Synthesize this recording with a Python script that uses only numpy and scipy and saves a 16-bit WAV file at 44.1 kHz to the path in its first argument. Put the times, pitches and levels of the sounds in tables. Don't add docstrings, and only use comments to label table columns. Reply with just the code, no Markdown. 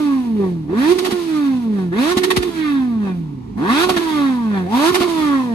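import sys
import numpy as np
from scipy import signal
from scipy.fft import rfft, irfft, next_fast_len
from scipy.io import wavfile
from scipy.ndimage import uniform_filter1d

SR = 44100
rng = np.random.default_rng(int(sys.argv[2]) if len(sys.argv) > 2 else 0)


def wav_out(sig):
    wavfile.write(sys.argv[1], SR, np.round(np.clip(np.atleast_2d(sig).T, -1, 1) * 32767).astype(np.int16))


N = 244314
PADDED = next_fast_len(N + 4096)

LIMIT_HZ = 366
COAST_HZ_PER_S, FUELLED_HZ_PER_S = 260, 200
FUEL_BACK_HZ = 190

# (from [s], to [s])
LIMITER = [(0.933, 1.126), (2.135, 2.5), (3.854, 4.01), (4.905, 5.08)]


def engine():
    hz, db1, db2, db3, db4, rasp_db, hiss_db, pan_db = exhaust()
    bark_hiss, bark_rasp, spark = barks()
    t = np.arange(N) / SR
    cutting = uniform_filter1d(sum(1. * (t > a) * (t < b) for a, b in LIMITER), size=200)
    phase, strength, edge = firings(hz, cutting)
    lit = edge * (1 - 0.62 * cutting * (1 - spark))
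    stumble = .8 * cutting * drift(60)
    low = low_tones(hz, phase, stumble, strength, lit, db1, db2, pan_db)
    upper = upper_tones(phase + stumble, lit, db3, db4)
    rasp = rasps(phase, stumble, edge, rasp_db, bark_rasp)
    hiss = hisses(phase, hiss_db, bark_hiss)
    common, *own = np.add(rasp, hiss)
    return low + ports(common + upper, np.array(own) + upper)


def firings(hz, cutting):
    cylinder_db = [.3, -.5, .5, -.3]
    turns = np.cumsum(hz * (1 + .002 * drift(30))) / SR
    firing = np.floor(turns + .5).astype(int)
    chance = rng.standard_normal((3000, 2))[firing]
    cylinder = amp(np.array(cylinder_db)[firing % 4])
    strength = cylinder * (1 + (.02 + .55 * cutting) * chance[:, 0])
    edge = cylinder ** 4 * (1 + (.2 + .55 * cutting) * chance[:, 1])
    return 2 * np.pi * turns, uniform_filter1d(strength, size=200), uniform_filter1d(edge, size=40)


def low_tones(hz, phase, stumble, strength, lit, db1, db2, pan_db):
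    # (multiple of firing rate, level [dB])
    crank = [(.5, -49.5), (.75, -48.5), (1.251, -44), (1.5, -60), (1.749, -62.5)]
    heard = phase - 2 * np.pi * hz * np.array([[.0003], [0]])
    boom = strength * amp(db1) * np.cos(heard + stumble)
    boom = signal.sosfilt(signal.cheby2(6, 30, 520, fs=SR, output="sos"), boom)
    second = lit * amp(db2 + 3.5 * drift(20)) * np.cos(2 * (heard + stumble) + 1)
    hum = sum(amp(db + 6.4 * drift(11)) * np.cos(multiple * heard) for multiple, db in crank)
    return (boom + second + hum) * np.sqrt(2) * amp([pan_db / 2, -pan_db / 2])


def upper_tones(beat, lit, db3, db4):
    third = amp(db3 + 3 * drift(16)) * np.cos(3 * beat + 2.2)
    fourth = amp(db4 + 3 * drift(16)) * np.cos(4 * beat + 1.1)
    upper = lit * 2 * (third + fourth)
    return np.std(upper) * echoes(upper, 1)


def rasps(phase, stumble, edge, rasp_db, bark_rasp):
    fronts = edge * sum(amp(4 * drift(9) - .7 * (k - 8)) * np.cos(k * (phase + stumble) + .8 * drift(12))
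                        for k in range(5, 25))
    gusts = 1.3 * edge * (1 + .5 * np.cos(phase)) * rng.standard_normal(N)
    rung = pipe(fronts + gusts)
    barked = rung + pipe(0.7 * edge * sum(np.cos(k * phase) for k in (2, 3, 4)))
    return [amp(rasp_db) * echoes(rung, stretch) + bark_rasp * echoes(barked, stretch)
            for stretch in (1, 1.23, .81)]


def hisses(phase, hiss_db, bark_hiss):
    # (frequency [Hz], relative level [dB])
    hiss_spectrum = [(450, -58), (700, -10), (1100, -10), (1600, -13), (2430, -13.5), (3850, -12),
                     (5000, -16.5), (5750, -21), (6400, -19.5), (7100, -25.5), (9200, -21.5),
                     (11500, -27.5), (13700, -29.5), (15600, -44)]
    puff = 1 + 0.15 * np.cos(phase - .6)
    return [(amp(hiss_db + 2 * drift(30)) + bark_hiss) * colour(puff * rng.standard_normal(N), hiss_spectrum)
            for _ in range(3)]


def exhaust():
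    # (firing rate [1/s],
    # basic levels of 1st, 2nd, 3rd, 4th harmonic [dB], of rasp [dB], of hiss [dB])
    coasting = [(100, -42, -32, -60, -65, -66, -80), (150, -28, -36, -68, -66, -60, -58),
                (170, -22, -35, -62, -58, -54, -53), (191, -19, -27, -45, -43, -35, -46),
                (213, -17, -36, -52, -50, -46, -52), (238, -19, -46, -48, -47, -44, -48),
                (272, -14.5, -45, -43, -36, -34, -42), (305, -17, -44, -45, -42, -33, -37),
                (335, -20, -42, -42, -49, -37, -36), (366, -20, -34, -40, -43, -38, -35)]
    climbing = [(100, -40, -30, -52, -58, -50, -65), (145, -30, -28, -50, -52, -43, -55),
                (195, -24, -25, -50, -41, -35, -47), (240, -13, -38, -37, -35, -25, -34),
                (290, -17, -32, -37, -35, -23, -29), (366, -16, -30, -32, -36, -22, -24)]
    # (firing rate [1/s], left minus right [dB])
    lean = [(100, -1.5), (200, -1), (270, -2.5), (330, -6), (366, -8)]
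    # (time [s], change of 1st, 2nd, 3rd, 4th harmonic [dB], of rasp [dB], width [s])
    dips = [(.24, -6, -4, 0, 0, 0, .02), (.45, 0, 0, 8, 0, 0, .04), (.67, -5, 0, 0, 0, 0, .03),
            (1.24, -4, 0, -4, -8, 0, .04), (1.35, 0, 0, -4, 4, 0, .04), (1.5, 0, 0, 9, -5, 0, .04),
            (1.62, -3, -8, 0, 0, 0, .03), (2.525, -15, 6, 0, 0, -3, .035), (2.65, -2, 0, -12, 8, 6, .07),
            (3.08, -3, -3, 5, -3, 0, .05), (4.1, -3, -8, 3, -4, 0, .06), (4.4, 0, -6, -10, -3, -3, .05),
            (4.7, -4, 0, -6, 0, -4, .03), (4.83, 0, 5, 4, 0, 0, .04), (5.1, 0, 0, -7, -6, -4, .06),
            (5.45, -3, 0, -6, 0, 0, .04)]
    full_from_hz = 280
    chamber_hz, chamber_width_hz = 390, 50
    roar_s = .11
    hz, drive, since, (boom_db, chamber_db, roar_db, *upper_db) = revs()
    db = drive * by_speed(climbing, hz) + (1 - drive) * by_speed(coasting, hz)
    overtones_db, rasp_db, hiss_db = drive * upper_db[:3] + (1 - drive) * upper_db[3:]
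    db[0] += drive * boom_db * np.clip((hz - full_from_hz) / (LIMIT_HZ - full_from_hz), 0, 1)
    db[1] += chamber_db * np.exp(-((2 * hz - chamber_hz) / chamber_width_hz) ** 2)
    db[1] += (1 - drive) * overtones_db
    db[2:4] += overtones_db
    db[4:] += [rasp_db, hiss_db]
    db[[1, 4, 5]] += drive * roar_db * np.exp(-since / roar_s)
    t = np.arange(N) / SR
    for s, *change_db, width in dips:
        db[:5] += np.c_[change_db] * np.exp(-((t - s) / width) ** 2)
    return hz, *db, by_speed(lean, hz)[0]


def revs():
    # (opens [s], climb [firings/s per s], revs start to fall [s],
    # boom at full revs [dB], chamber ring [dB], roar on opening [dB],
    # overtones, rasp, hiss with drive on [dB], overtones, rasp, hiss with drive off [dB])
    blips = [(-.8, 950, -.232, 0, 10, 0, 0, 0, 0, -1, -2, 1),
             (.682, 945, 1.12, 7, 7, 0, -2, -2, -1, -3, -1, 2),
             (1.919, 1020, 2.405, -2, 0, 6, 0, -3, -1, -2, 1, -1),
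             (3.566, 1015, 3.9, -1, -6, 15, 3, 3, 1, 6, 7, 4),
             (4.663, 800, 4.992, 3, -7, -4, 7, 0, 5, 7, 5, 5)]
    follow_s = .02
    t = np.arange(N) / SR
    opens, climb, falls, *levels = np.transpose(blips)
    blip = np.searchsorted(opens, t) - 1
    start = np.append(LIMIT_HZ, coast(opens[1:] - falls[:-1]))
    hz = np.minimum(start[blip] + climb[blip] * (t - opens[blip]), coast(t - falls[blip]))
    cut = np.append(opens[0], np.transpose(LIMITER)[0])

    def smooth(x):
        return uniform_filter1d(x, size=int(follow_s * SR))

    return smooth(hz), smooth(1. * (t < cut[blip])), t - opens[blip], np.array([smooth(c[blip]) for c in levels])


def coast(since):
    fuel_back = (LIMIT_HZ - FUEL_BACK_HZ) / COAST_HZ_PER_S
    unfuelled_drop = COAST_HZ_PER_S * np.clip(since, 0, fuel_back)
    return LIMIT_HZ - unfuelled_drop - FUELLED_HZ_PER_S * np.maximum(since - fuel_back, 0)


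def by_speed(rows, hz):
    speed, *columns = np.transpose(rows)
    return np.array([np.interp(hz, speed, c) for c in columns])


def barks():
    # (time [s], hiss level before a common 15.5 dB cut [dB], rasp level [dB], time to the fall [s])
    bark_rows = [(0.9823, -8, -25, 0.012), (1.0444, -11.5, -25, 0.023), (1.106, -13.5, -29.5, 0.021),
                 (2.1674, -5.5, -33, 0.018), (2.2314, -4, -21.5, 0.016), (2.3013, -4.5, -15, 0.013),
                 (2.3607, -2, -47, 0.014), (2.4238, -11, -27, 0.0074), (3.8896, -6, -23.5, 0.014),
                 (3.962, -11.5, -23.5, 0.017), (4.9413, -4.5, -22.5, 0.019), (4.9975, -14, -23, 0.036)]
    t, hiss, rasp, spark = np.arange(N) / SR, np.zeros(N), np.zeros(N), np.zeros(N)
    for s, hiss_db, rasp_db, length in bark_rows:
        age = np.maximum(t - s, 0)
        gate = np.minimum(age / 0.006, 1) * np.exp(-np.maximum(age - length, 0) / 0.008)
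        hiss += amp(hiss_db - 15.5) * gate
        rasp += amp(rasp_db) * gate
        spark += gate
    return hiss, rasp, spark


def pipe(x):
    # (frequency [Hz], bandwidth [Hz], gain [dB])
    modes = [(756, 270, 5.5), (1106, 196, 9.5), (1538, 162, 8.5), (1743, 188, 11), (2620, 190, 6),
             (3080, 340, 1), (3320, 490, 3), (3840, 200, 3), (4095, 620, -4)]
    out = 0
    for k, (hz, width_hz, db) in enumerate(modes):
        r = np.exp(-np.pi * width_hz / SR)
        poles = [1, -2 * r * np.cos(2 * np.pi * hz / SR), r * r]
        out = out + (-1) ** k * amp(db) * signal.lfilter([1 - r * r, 0, r * r - 1], poles, x)
    return out


def echoes(x, stretch):
    # (delay at stretch 1 [s], level [dB])
    reflections = [(.0043, -6), (.0117, -8), (.023, -10), (.047, -12)]
    out = x.copy()
    for s, db in reflections:
        lag = int(s * stretch * SR)
        out[lag:] += amp(db) * x[:-lag]
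    return rms_one(out)


def pops():
    # (time [s], level before decay [dB], upper pitch setting [Hz],
    # final pitch [Hz], decay [s], left minus right [dB])
    pop_rows = [(1.022, -24, 263, 168, 0.011, 2), (1.124, -13, 247, 194, 0.013, -2),
                (2.17, -6.5, 251, 186, 0.0082, 0), (2.37, -11, 258, 44.5, 0.018, 8.5),
                (3.868, -19, 263, 171, 0.0079, 0), (3.903, -13, 264, 139, 0.0086, -2),
                (3.964, -13.5, 275, 153, 0.009, -3), (4.9, -22, 238, 86, 0.019, 3),
                (5.008, -8, 292, 151, 0.006, -3)]
    out = np.zeros((2, N))
    for s, db, upper_hz, last_hz, decay, pan_db in pop_rows:
        age = np.maximum(np.arange(N) / SR - s, 0)
        turns = last_hz * age + (upper_hz - last_hz) * .012 * (1 - np.exp(-age / 0.0079))
        gain = amp([[db + pan_db / 2], [db - pan_db / 2]])
        out += gain * np.sin(2 * np.pi * turns) * np.exp(-age / decay)
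    return out


def background():
    # (frequency [Hz], relative level [dB])
    rumble_spectrum = [(25, -36.5), (45, -10), (75, -9), (120, -19), (170, -5), (260, -3.5), (400, -26),
                       (530, -62), (700, -28), (900, -19.5), (1310, -35), (2400, -39), (4150, -42.5),
                       (12800, -60), (15000, -94)]
    common, *own = [amp(-36.5 + 2 * drift(6)) * colour(rng.standard_normal(N), rumble_spectrum)
                    for _ in range(3)]
    return ports(common, np.array(own))


def ports(common, own):
    # (frequency [Hz], lead of the left [rad])
    lead = [(20, -.1), (350, -.5), (600, 1.9), (1000, 1.5), (1400, 1.9), (1900, 4.8), (2400, 7.2),
            (3270, 8.5), (4310, 12.9), (6370, 17.8), (9300, 26.7), (10600, 8 * np.pi), (20000, 8 * np.pi)]
    # (frequency [Hz], share [0-1])
    shared = [(30, 1), (400, 0.82), (550, 1), (1000, 0.73), (2000, 0.83), (4000, 0.31), (9000, 0.23),
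              (10000, 0.23), (11000, 1), (16000, 0.3)]
    # (frequency [Hz], left minus right [dB])
    balance = [(60, -4), (110, 8.5), (200, 0.5), (380, -31.5), (700, 2.5), (1290, -0.5), (2380, -4.5),
               (4400, 0.5), (8120, -5.5), (15000, 1.5)]
    share = np.clip(at_hz(shared), 0, 1)
    turn = np.exp(.5j * at_hz(lead))
    tilt = amp(at_hz(balance) / 2)
    side = np.sqrt(1 - share) * rfft(own, PADDED)
    both = np.sqrt(share) * rfft(common, PADDED)
    return irfft([(both * turn + side[0]) * tilt, (both / turn + side[1]) / tilt], PADDED)[:, :N]


def colour(x, spectrum):
    return rms_one(irfft(rfft(x, PADDED) * amp(at_hz(spectrum)), PADDED)[:N])


def at_hz(points):
    hz, value = np.transpose(points)
    return np.interp(np.log(np.arange(PADDED // 2 + 1) * SR / PADDED + 1), np.log(hz + 1), value)


def drift(rate):
    points = rng.standard_normal(400)
    return np.interp(np.arange(N) / SR * rate, np.arange(len(points)), points)


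def amp(db):
    return 10 ** (np.asarray(db) / 20)


def rms_one(x):
    return x / np.sqrt(np.mean(x ** 2) + 1e-20)


def scene():
    return engine() + pops() + background()


def record(dry):
    dry = signal.sosfilt(signal.butter(2, 40, "high", fs=SR, output="sos"), dry)
    return signal.sosfilt(signal.cheby2(12, 70, 15665, fs=SR, output="sos"), dry)


dry = scene()
out = record(dry)
wav_out(out)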